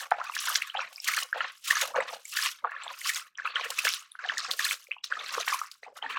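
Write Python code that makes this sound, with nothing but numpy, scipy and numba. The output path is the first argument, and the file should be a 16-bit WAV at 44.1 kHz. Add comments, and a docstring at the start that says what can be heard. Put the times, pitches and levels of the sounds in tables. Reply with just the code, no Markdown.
"""A flooded hole in the grass, in open air: a hand close by scoops out muddy water.
Scoops trap air that rings as short bubbles: decaying, gliding sines, a few prominent among many small ones.
Thrown water lands as fizz (small high bubbles), spray (patchy hiss with grains) and splats (noise puffs).
Resonant noise makes the hole boom faintly and the mud banks add a short tail. The sound is nearly mono, with
a strong low cut and only a trace of slosh and moving air."""
import sys
import numpy as np
from scipy import signal
from scipy.fft import rfft, irfft
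from scipy.io import wavfile
from scipy.ndimage import uniform_filter1d
from numba import njit

SR = 44100
rng = np.random.default_rng(int(sys.argv[2]) if len(sys.argv) > 2 else 0)


def transcribe(u):
    """Save the signal u as a 16-bit wav file named by the first command-line argument.

    u: samples, shape (n,) or (channels, n), limited to [-1, 1]; the rate is SR.
    q: integer samples, one column per channel.
    """
    v = np.clip(np.atleast_2d(u).T, -1, 1)
    q = np.round(v * 32767).astype(np.int16)
    wavfile.write(sys.argv[1], SR, q)


N = 272538

# spectrum of spray and splats: f/Hz, relative level per Hz/dB
SPRAY_SPECTRUM = [(1500, -25.5), (3000, -12), (5000, -16), (7000, -16.5), (10000, -21), (15000, -25.5),
                  (17000, -29)]


def undb(db):
    """Amplitude ratio of a level: 20 dB are a factor of ten."""
    return 10 ** (np.asarray(db) / 20)


def unit(x):
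    """Normalise to a root-mean-square (RMS) of 1."""
    return x / np.sqrt(np.mean(x ** 2))


def colour(x, points):
    """Spectral shaping: levels interpolated over log frequency multiply the spectrum."""
    hz, db = np.transpose(points)
    log_hz = np.log(np.maximum(np.arange(N // 2 + 1) * SR / N, 1))
    return irfft(rfft(x) * undb(np.interp(log_hz, np.log(hz), db, left=-80)), N)


def walk(rate):
    """Band-limited fluctuation: random values held 1 / rate s and slewed, of unit RMS."""
    held = int(SR / rate)
    steps = np.repeat(rng.standard_normal(N // held + 1), held)
    return unit(uniform_filter1d(steps, held // 2 + 1)[:N])


def patches(rate, depth_db):
    """Amplitude modulation: a gain whose level wanders with an RMS of depth_db."""
    return undb(depth_db * walk(rate))


def surge(start, hold, db, drift_db_s, rise_s, fade_s):
    """Exponential growth and decay, straight in dB: rise up to the start, drift through the hold, fade.

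    Rise and fade are times per 60 dB; the gains of all surges add."""
    coarse = np.arange(0, N, 32)
    u = coarse / SR - start[:, None]
    hold, db, drift, rise, fade = (np.reshape(v, (-1, 1)) for v in (hold, db, drift_db_s, rise_s, fade_s))
    before = 60 * u / rise
    after = drift * np.minimum(u, hold) - 60 * np.maximum(u - hold, 0) / fade
    gain = undb(db + np.where(u < 0, before, after)).sum(axis=0)
    return np.interp(np.arange(N), coarse, gain)


@njit
def ring(n, peak, size, step, tau, glide, phase):
    """Damped oscillation of bubbles: sines swell for 2 tau samples, die away and glide as the air pocket moves."""
    y = np.zeros(n)
    for k in range(len(peak)):
        start, p = int(peak[k] - 2 * tau[k]), phase[k]
        for i in range(int(11 * tau[k])):
            u = i / tau[k]
            p += step[k] * (1 + glide[k] * (u - 2))
            if 0 <= start + i < n:
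                # the envelope is 1 at u = 2
                y[start + i] += size[k] * u * u / 4 * np.exp(2 - u) * np.sin(p)
    return y


def swarm(lo_hz, hi_hz, cycles, scatter_db, patchy_db, count):
    """Superposition of many unseen bubbles with random times, pitches, lengths and slight glides, a few larger.

    The pitch range may move; tau is 0.4 to 1.8 times the given cycles."""
    when, pitch, length, big, rise, phase = rng.random((count, 6)).T
    at = (when * N).astype(int)
    lo, hi = (np.broadcast_to(edge, N)[at] for edge in (lo_hz, hi_hz))
    hz = lo * (hi / lo) ** pitch
    tau = cycles * (0.4 + 1.405 * length ** 2) * SR / hz
    # exponential scatter of the level, cut off at the top
    size = undb(-scatter_db * np.log(1 - big * (1 - 1 / 150)))
    glide = 0.057 * (rise - 0.35)
    sound = ring(N, when * N, size, 2 * np.pi * hz / SR, tau, glide, 2 * np.pi * phase)
    return unit(patches(45, patchy_db) * sound)


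def rumble(big, small, fizz, empty):
    """Band-passed noise: low slosh follows the water, over a trace of moving air."""
    band = signal.butter(2, [28, 420], "band", fs=SR, output="sos")
    slosh = unit(signal.sosfilt(band, rng.standard_normal(N)))
    stirring = uniform_filter1d(big + 0.51 * small + 0.21 * fizz, size=2500)
    level = undb(-49 + 3.9 * empty) * stirring + undb(-95.5)
    return slosh * patches(36, 1.7) * level


def hole(big, empty):
    """Cavity resonance: big bubbles stir the air column of the hole, more as it empties."""
    centre_hz, width_hz = 249, 140
    b, a = signal.iirpeak(centre_hz, centre_hz / width_hz, fs=SR)
    boom = unit(signal.lfilter(b, a, rng.standard_normal(N)))
    return undb(8 * empty - 37.5) * big * boom


def banks(x):
    """Diffuse scattering: the mud banks return each sound as a short soft tail of decaying noise."""
    tail_db, t60_s = -14, 0.15
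    t = np.arange(8000) / SR
    decay = undb(-60 * t / t60_s) * (t > 0.002)
    tail = rng.standard_normal(len(t)) * patches(200, 1.7)[:len(t)] * decay
    tail = tail / np.sqrt(np.sum(tail ** 2))
    return x + undb(tail_db) * signal.fftconvolve(x, tail)[:N]


def trickles():
    """Exponential surges as water runs off hand and grass: gains of small bubbles, fizz and spray."""
    # t/s, hold/s, small-bubble level/dB; relative to that: fizz level/dB, spray level/dB
    trickle_table = [(0.601, 0.095, -45.5, 2.5, -13.5), (0.931, 0.13, -83, -1, 23),
                     (1.27, 0.042, -60, -10.5, -1), (1.5, 0.076, -75, -2, 8.5),
                     (2.082, 0.064, -47.5, 5.5, -5), (2.254, 0.013, -62.5, 4, 6),
                     (2.831, 0.19, -55.5, 7.5, -7), (4.8, 0.044, -71.5, 10, 13.5),
                     (5.589, 0.05, -44, -18, -6), (5.72, 0.074, -71.5, -5, 4.5)]
    s, hold, db, fizz, fine = np.array(trickle_table, float).T
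    rise_s, fade_s = 0.052, 0.22  # per 60 dB
    return [surge(s, hold, db + over, 0, rise_s, fade_s) for over in (0, fizz, fine)]


def spray(grain_db, patchy_db):
    """Modulated broadband noise of fine droplets: patchy hiss full of tiny bursting bubbles."""
    low, high = (patches(90, patchy_db) * colour(rng.standard_normal(N), SPRAY_SPECTRUM) for _ in range(2))
    # the hiss above 9 kHz flickers on its own
    split = signal.butter(2, 9000, fs=SR, output="sos")
    high = high * patches(14, 2.6)
    hiss = signal.sosfilt(split, low - high) + high
    shared = patches(60, patchy_db) * patches(240, 1.9)
    grains = swarm(5000, 15000, 1.6, 3.4, 0.42, count=9000)
    return unit(shared * (unit(hiss) + undb(grain_db) * grains))


def splats(crest_db=-6, rise=0.96):
    """Impact noise: drops splat on mud and grass as quick puffs; longer puffs also swell more slowly."""
    # t/s, relative level/dB (ahead of crest_db and the puff shape), decay time constant/ms
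    splat_table = [(0.107, -25, 2.2), (0.239, -26.5, 4.4), (0.349, -15, 5.3), (0.397, -25.5, 26),
                   (0.454, -16, 7.2), (0.56, -10.5, 3.3), (0.618, -20, 4.5), (0.928, -27, 2.3),
                   (1.017, -44, 4.2), (1.043, -14, 3.3), (1.075, -8, 7), (1.163, -13.5, 4.4),
                   (1.2305, -11.5, 2.2), (1.37, -35, 9.6), (1.639, -21.5, 18), (1.673, -14, 11.3),
                   (1.702, -11, 11), (1.811, -5.5, 3.4), (1.874, -17.5, 3.8), (1.957, -36, 14),
                   (2.004, -29.5, 1.7), (2.36, -13, 14), (2.4294, -14.5, 14), (2.707, -41, 5.7),
                   (2.833, -47, 3.1), (3.046, -15, 66), (3.092, -12, 2.5), (3.157, -16.5, 6.5),
                   (3.455, -36, 15), (3.641, -22.5, 7.3), (3.703, -8.5, 2.5), (3.786, -11.5, 5.8),
                   (3.843, -10, 14), (3.936, -18.5, 9.4), (4.377, -23, 6.2), (4.506, -16, 11.4),
                   (4.591, -11.5, 2.8), (4.6465, -10, 4.1), (5.042, -24, 5.9), (5.482, -12, 2.8),
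                   (5.715, -24.5, 2.7), (6.092, -33.5, 18)]
    shape, ms = np.zeros(N), np.arange(2500) * 1000 / SR
    for s, db, fade in splat_table:
        i = int(s * SR)
        puff = (1 - np.exp(-ms / (rise * fade))) * np.exp(-ms / fade)
        shape[i:i + len(ms)] += undb(db + crest_db) * puff[:N - i]
    return shape * unit(colour(rng.standard_normal(N), SPRAY_SPECTRUM))


def landings():
    """Exponential surges as thrown water comes down: gains of big bubbles, small bubbles, fizz and spray."""
    # t/s, hold/s, fizz level/dB, swell over the hold/dB; relative to the fizz: big-bubble level/dB,
    # small-bubble level/dB, spray level/dB; build-up/s and fade/s per 60 dB, ahead of the shares below
    landing_table = [(0.0, 0.052, -41.5, -4, -1.5, 1.5, -5, .2, 0.2),
                     (0.346, 0.18, -45, 14, -25, -1.5, -3, 0.23, 0.4),
                     (1.072, 0.12, -35, 0, -22, 0, -4.5, 0.37, 0.29),
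                     (1.661, 0.13, -40.5, 14.5, -31, -2.5, -6, 0.24, 0.43),
                     (2.332, 0.15, -34, 5, -30.5, -6.5, -6.5, 0.24, 0.33),
                     (3.06, 0.13, -39, -4.5, -19, 2, 1, 0.31, 0.3),
                     (3.792, 0.11, -34, 4, -40, -11, -7, 0.4, 0.51),
                     (4.601, 0.12, -34.5, 0.5, -14, -3.5, -1, 0.24, 0.21),
                     (5.27, 0.15, -43.5, 11, -32, -4, -10, 0.23, 0.24),
                     (5.47, 0.076, -38, 7.5, -23.5, 0, -1.5, 0.089, 0.17),
                     (5.956, 0.03, -59, 5, 1, 3.5, 4, 0.048, 0.096)]
    # shares of these times for big, small, fizz, spray
    build_share = [0.93, 0.14, 0.47, 1]
    fade_share = [0.84, 0.8, 0.7, 0.64]
    s, hold, db, swell, big, small, fine, rise, fade = np.array(landing_table, float).T
    return [surge(s, hold, db + over, swell / hold, rise * up, fade * down)
            for over, up, down in zip((big, small, 0, fine), build_share, fade_share)]


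def gulps():
    """Exponential surges as pockets of air gulp out: the gain of the big bubbles."""
    # t/s, hold/s, big-bubble level/dB
    gulp_table = [(0.182, 0.018, -32.5), (0.445, 0.11, -46.5), (0.75, 0.047, -45), (0.857, 0.0086, -40),
                  (1.172, 0.016, -50), (1.223, 0.014, -45), (1.352, 0.092, -39), (1.71, 0.054, -49),
                  (1.819, 0.1, -37.5), (1.947, 0.025, -31.5), (2.104, 0.061, -40), (2.636, 0.012, -33.5),
                  (2.848, 0.068, -45), (3.447, .02, -42.5), (3.587, 0.12, -44), (3.84, 0.0065, -35.5),
                  (4.243, 0.012, -51), (4.483, 0.031, -34.5), (5.33, 0.085, -40), (5.871, 0.057, -50),
                  (6.023, 0.085, -47)]
    s, hold, db = np.array(gulp_table, float).T
    rise_s, fade_s = 0.034, 0.11  # per 60 dB
    return surge(s, hold, db, 0, rise_s, fade_s)


def scoops():
    """Exponential surges as the hand plunges and stirs: gains of big bubbles, small bubbles, fizz and spray."""
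    # t/s, hold/s, small-bubble level/dB, swell over the hold/dB (ahead of the drift below);
    # relative to the small bubbles: big-bubble level/dB, fizz level/dB, spray level/dB; fade/s per 60 dB
    scoop_table = [(0.114, 0.18, -41, -1.5, -5.5, -12.5, -26.5, 0.23),
                   (0.743, 0.084, -38.5, 2, -6, -5.5, -22, 0.3),
                   (1.344, 0.1, -46, 9.5, -18, -1.5, -21, 0.34),
                   (1.954, 0.081, -35, -2.5, 5.5, -9, -24, 0.34),
                   (2.645, 0.18, -47.5, 6, -10, -15.5, -35.5, 0.34),
                   (3.378, 0.029, -43.5, -4, -16, -5, -16, 0.35),
                   (3.449, 0.048, -36, -2.5, -17, -2, -29, 0.75),
                   (3.554, 0.062, -33.5, -10, -17.5, -1, -16.5, 1),
                   (4.191, 0.26, -46.5, 8, -13.5, -10.5, -16.5, 0.48),
                   (4.91, 0.03, -54.5, -8, -3, -9, -20, 0.12),
                   (5.042, 0.011, -38.5, -14, -11, 9, 0.5, 0.22),
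                   (5.106, 0.29, -39, -6.5, -5, -5, -18, 0.16),
                   (5.831, 0.019, -47, -10, -1, -5.5, -9.5, 0.23),
                   (6.018, 0.17, -41, 4.5, -15, -7, -27.5, .3)]
    # added drift/(dB/s) of big, small, fizz, spray: the lifted hand sheds ever finer water
    scoop_drift = [1, 2, 34.5, 55]
    s, hold, db, swell, big, fizz, fine, fade = np.array(scoop_table, float).T
    plunge_s = 0.016  # rise per 60 dB
    return [surge(s, hold, db + over, swell / hold + drift, plunge_s, fade)
            for over, drift in zip((big, 0, fizz, fine), scoop_drift)]


def churn():
    """Superposition of all surges: gains of big bubbles, small bubbles, fizz, spray and the scoops' spray."""
    stirred = scoops()
    gains = np.add(stirred, landings()) + np.array([gulps(), *trickles()])
    return *gains, stirred[3]


def bubbles(glide=0.011, trail_s=0.036, trail_db=-11.5, spread=0.38):
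    """Damped resonance of the air bubbles that stand out, each with a trail of weaker ones."""
    # t/s of the peak, peak level/dB, f/Hz, width at half height/ms
    bubble_table = [(0.116, -12, 1470, 0.96), (0.121, -11, 1420, 1.27), (0.121, -13.5, 810, 4.8),
                    (0.216, -24, 1324, 3.8), (0.2981, -27, 1130, 3.6), (0.3668, -21.5, 1650, 1.37),
                    (0.4734, -26.5, 1010, 7.2), (0.4853, -21, 1520, 4.4), (0.5022, -18.5, 1200, 3.9),
                    (0.557, -5.5, 4600, 0.34), (0.557, -20.5, 1630, 2.9), (0.622, -18, 2170, 1.37),
                    (0.7, -30, 3010, 2.3), (0.752, -26.5, 805, 5.8), (0.773, -22.5, 3200, 2.1),
                    (0.7805, -28, 780, 7.1), (0.793, -20.5, 1360, 2.6), (0.811, -36.5, 5550, 8.8),
                    (0.9817, -31.5, 2370, 3.3), (0.9603, -33.5, 5040, 1.6), (1.002, -28, 5280, 1.5),
                    (1.0739, -18, 2300, 2), (1.087, -6, 1870, 1.5), (1.093, -22.5, 1260, 5.9),
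                    (1.139, -22.5, 2240, 3.2), (1.1785, -16, 1510, 1.17), (1.3298, -14.5, 1587, 3.4),
                    (1.3599, -25, 630, 3.2), (1.3701, -29, 834, 7.5), (1.4065, -19, 1760, 1.9),
                    (1.41, -23, 1334, 5.7), (1.7096, -10.5, 1836, 3.8), (1.7606, -24, 1740, 4.1),
                    (1.77, -16, 1470, 1.17), (1.8182, -20, 2960, 1), (1.8211, -11.5, 1820, 0.92),
                    (1.945, -26, 1180, 3.8), (1.957, -29, 795, 4), (1.9625, -18.5, 570, 3.5),
                    (1.9664, -26, 1560, 3.2), (1.9762, -18, 1400, 1.6), (1.986, -18.5, 522, 8.6),
                    (2.0049, -16.5, 1920, 2.1), (2.255, -35.5, 2210, 3.75), (2.373, -19, 1810, 2.17),
                    (2.39, -22.5, 1680, 4.5), (2.4609, -13, 2660, 0.78), (2.643, -27, 1220, 4.5),
                    (2.647, -7.5, 1140, 1.86), (2.6621, -30, 724, 2.8), (2.675, -27.5, 1375, 4.4),
                    (2.695, -32.5, 1660, 4.3), (2.72, -29.5, 1760, 3.2), (2.744, -28.5, 1330, 4.6),
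                    (2.765, -30.5, 1730, 4.1), (2.813, -38, 1280, 5.3), (2.8219, -31, 3200, 1.1),
                    (2.836, -30, 7560, 1.7), (2.866, -27.5, 920, 2.1), (2.88, -28, 3430, 1.3),
                    (2.9077, -38, 993, 12), (3.016, -32.5, 2030, 2.3), (3.0731, -14, 5200, 0.65),
                    (3.093, -22, 2180, 2.9), (3.096, -14.5, 1850, 4.3), (3.355, -42.5, 3130, 1.6),
                    (3.386, -27, 1795, 3), (3.391, -25, 1710, 2.1), (3.376, -40.5, 5770, 1.5),
                    (3.4205, -33.5, 1750, 2.4), (3.455, -25.5, 1350, 3.1), (3.4632, -22.5, 1230, 5.1),
                    (3.4753, -22.5, 2610, 2.5), (3.558, -22, 3140, 2.3), (3.569, -22.5, 1766, 4),
                    (3.597, -26, 1050, 4.1), (3.611, -21.5, 2380, 2.57), (3.66, -33.5, 449, 14),
                    (3.7897, -18, 2560, 3.3), (3.8505, -17.5, 2440, 2.4), (3.851, -17, 5230, 1.2),
                    (3.853, -26.5, 560, 4.3), (3.871, -14.5, 1550, 1.9), (3.8808, -18.5, 2170, 3.2),
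                    (3.8907, -18, 5640, 0.24), (3.9379, -13.5, 4400, 0.34), (4.0236, -36.5, 1260, 2.4),
                    (4.1184, -44, 3630, 2.2), (4.1193, -37, 10150, 1.2), (4.1542, -38, 1480, 2.67),
                    (4.192, -30, 1525, 3.7), (4.2561, -36, 747, 10), (4.241, -32, 1750, 1.8),
                    (4.249, -27.5, 1720, 4), (4.2897, -20, 3000, 2.2), (4.298, -17, 1750, 2.7),
                    (4.3203, -21.5, 1170, 2.3), (4.3736, -23.5, 1840, 4.2), (4.3822, -14, 4600, 0.48),
                    (4.388, -26, 1630, 2.8), (4.404, -16.5, 4670, 0.56), (4.5134, -10, 3970, 0.52),
                    (4.5949, -20, 1780, 3), (4.6536, -18.5, 1740, 4.3), (4.666, -17.5, 2460, 1.8),
                    (4.711, -13, 2260, 1.28), (4.871, -45, 2340, 3.2), (4.8876, -44.5, 503, 4.5),
                    (4.9167, -15.5, 2540, 1.83), (4.943, -45, 2500, 3), (4.967, -46, 990, 3.3),
                    (4.984, -45.5, 2750, 5), (5.0505, -31, 4340, 1.1), (5.063, -34, 4000, 1.3),
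                    (5.118, -23, 1740, 3.5), (5.125, -21, 1560, 4.5), (5.1704, -27.5, 1250, 7.2),
                    (5.1929, -21, 3460, 1.9), (5.3254, -27, 1070, 2.9), (5.3516, -20, 1490, 1.1),
                    (5.378, -21.5, 438, 5.7), (5.3824, -18.5, 1120, 2.6), (5.4112, -28.5, 3900, 3.2),
                    (5.431, -24.5, 2460, 1.1), (5.478, -19.5, 1050, 1.95), (5.481, -19, 2240, 0.58),
                    (5.5281, -18.5, 1124, 4.4), (5.5446, -20.5, 1056, 4.34), (5.6169, -18.5, 1210, 3.7),
                    (5.663, -29, 5140, 0.5), (5.715, -28.5, 4660, 0.62), (5.833, -29.5, 1960, 2.04),
                    (5.846, -33.5, 2280, 1.7), (5.8744, -44, 780, 6.1), (6.0283, -34, 835, 5.6),
                    (6.0443, -29.5, 860, 7.2), (6.064, -29.5, 1790, 4.2), (6.156, -31, 1730, 3.3),
                    (4.3, -43, 276, 36), (4.359, -43.5, 245, 77), (5.191, -53, 254, 85),
                    (6.065, -38, 266, 35), (6.14, -39.5, 244, 65), (1.96, -31.5, 6300, 1.1),
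                    (2.008, -36, 7800, 1.7), (2.091, -32, 3520, 3.6), (0.0077, -40, 1680, 4.3),
                    (0.3403, -34, 2360, 4.1), (0.353, -29, 4900, 1.4), (0.5576, -24.5, 2060, 3.6),
                    (0.5576, -15, 5970, 1.2), (0.5595, -19, 3350, 1.8), (0.5655, -18, 6900, 0.9),
                    (0.6203, -23.5, 2710, 2.5), (0.763, -27.5, 2930, 2.8), (0.805, -27, 2580, 3.0),
                    (0.8185, -29.5, 1030, 5.8), (0.8281, -31.4, 2350, 5.4), (1.0844, -20, 4390, 1.5),
                    (1.1707, -23.5, 1744, 4.7), (1.1746, -20.5, 4400, 1.5), (1.408, -26.5, 2900, 2.8),
                    (1.7085, -20.5, 2800, 2.1), (1.8176, -20, 6600, 2.3), (1.8211, -19, 3780, 1.6),
                    (2.2543, -26, 7200, 1.0), (2.371, -22, 4740, 1.7), (2.433, -23, 3520, 2.2),
                    (2.451, -29, 3230, 2.1), (2.939, -37.5, 2690, 3.3), (3.3993, -28.5, 1560, 3.6),
                    (3.4582, -32, 2360, 5), (3.4734, -25, 1460, 4.3), (3.564, -28, 1500, 4.9),
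                    (3.64, -29, 2860, 2.6), (3.6459, -31, 2620, 4.5), (3.8528, -15.5, 1670, 2.9),
                    (3.89, -19.5, 5600, 1.4), (4.2969, -23.5, 1360, 3), (4.3812, -18, 6760, 0.9),
                    (4.4036, -24, 3880, 1.6), (4.608, -23, 1720, 3.2), (4.6496, -23, 8560, 1.6),
                    (4.6904, -23, 3560, 2.3), (4.7105, -23, 3060, 2.4), (5.0414, -27, 3750, 2.1),
                    (5.0432, -26, 5280, 1.6), (5.1558, -29, 1800, 3.7), (5.2459, -30.5, 2240, 3.1),
                    (5.2626, -26, 4100, 1.3), (5.4781, -25, 1820, 4.1), (5.5353, -21.5, 2360, 3.0),
                    (5.8655, -38.5, 798, 3.6), (5.888, -50, 700, 4), (5.975, -37, 1200, 2),
                    (5.989, -40, 1400, 3.8), (6.0258, -28, 3050, 2.5), (6.041, -34, 1800, 7.3),
                    (6.1465, -37, 1680, 3.4), (6.17, -28, 1730, 3.2)]
    s, db, hz, ms = np.array(bubble_table, float).T
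    phase = 2 * np.pi * rng.random(len(s))
    tau = ms * SR / 3400  # the swell is 3.4 tau wide at half height
    step = 2 * np.pi * hz / SR
    glides = np.full(len(s), glide)
    sound = ring(N, s * SR, undb(db), step, tau, glides, phase)
    # each one tears five weaker bubbles of nearby pitch along, the later the fainter
    for _ in range(5):
        late, pitch = rng.random((2, len(s)))
        at = (s + trail_s * (late - 0.15)) * SR
        near = step * np.exp(spread * (pitch - 0.5))
        sound = sound + ring(N, at, undb(db + trail_db * (1 + late)), near, tau, glides, phase)
    return sound


def scene():
    """Superposition of water, hole and rumble, with saturation and a low cut, on two almost equal channels."""
    t = np.arange(N) / SR
    big, small, fizz, fine, shed = churn()
    empty = t / t[-1]  # the hole empties steadily from 0 to 1
    # thrown water breaks into finer bubbles than water stirred in the hole
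    thrown = np.clip(1.59 * fine / fizz, 0, 1)
    # the deeper the hollow, the lower its biggest bubbles
    water = undb(-6.0) * big * swarm(540 - 200 * empty, 1112, 1.476, 2.84, 3.1, count=2200)
    water += undb(-1.0) * small * swarm(1064, 2790, 2.409, 2.8, 2.58, count=8500)
    water += undb(-2.0) * fizz * thrown * swarm(2600, 6500, 2.1, 4.6, 3.2, count=12000)
    water += undb(-3.5) * fizz * (1 - thrown) * swarm(2300, 4600, 3.7, 2.7, 2.1, count=9000)
    # bubbles of all sizes are squeezed out together, in clumps
    water *= unit(patches(110, 3.12))
    # what the scooping hand sheds is mostly separate droplets, duller than the spray of a landing
    water += undb(-2.4) * shed * swarm(3600, 8500, 3.6, 3.2, 2.2, count=8000)
    water += (fine - 0.85 * shed) * spray(grain_db=0.87, patchy_db=3.2)
    water += splats()
    # mud makes even the clearest bubbles ring unevenly
    water += bubbles() * unit(patches(350, 3.06))
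    # the capsule rounds the loudest peaks ahead of the low cut
    ceiling = 0.47
    heard = ceiling * np.tanh(banks(water) / ceiling)
    low_cut = signal.butter(4, 534, "high", fs=SR, output="sos")
    # boom and rumble join after the low cut
    mid = signal.sosfilt(low_cut, heard) + hole(big, empty) + rumble(big, small, fizz, empty)
    # the balance of the two channels wavers very slightly
    side = undb(-39) * mid * walk(40)
    return np.array([mid + side, mid - side])


def record(dry):
    """Elliptic low-pass filtering: a steep edge at 16750 Hz cuts the top."""
    top_cut = signal.ellip(10, 0.2, 80, 16750, fs=SR, output="sos")
    return signal.sosfilt(top_cut, dry)


dry = scene()
out = record(dry)
transcribe(out)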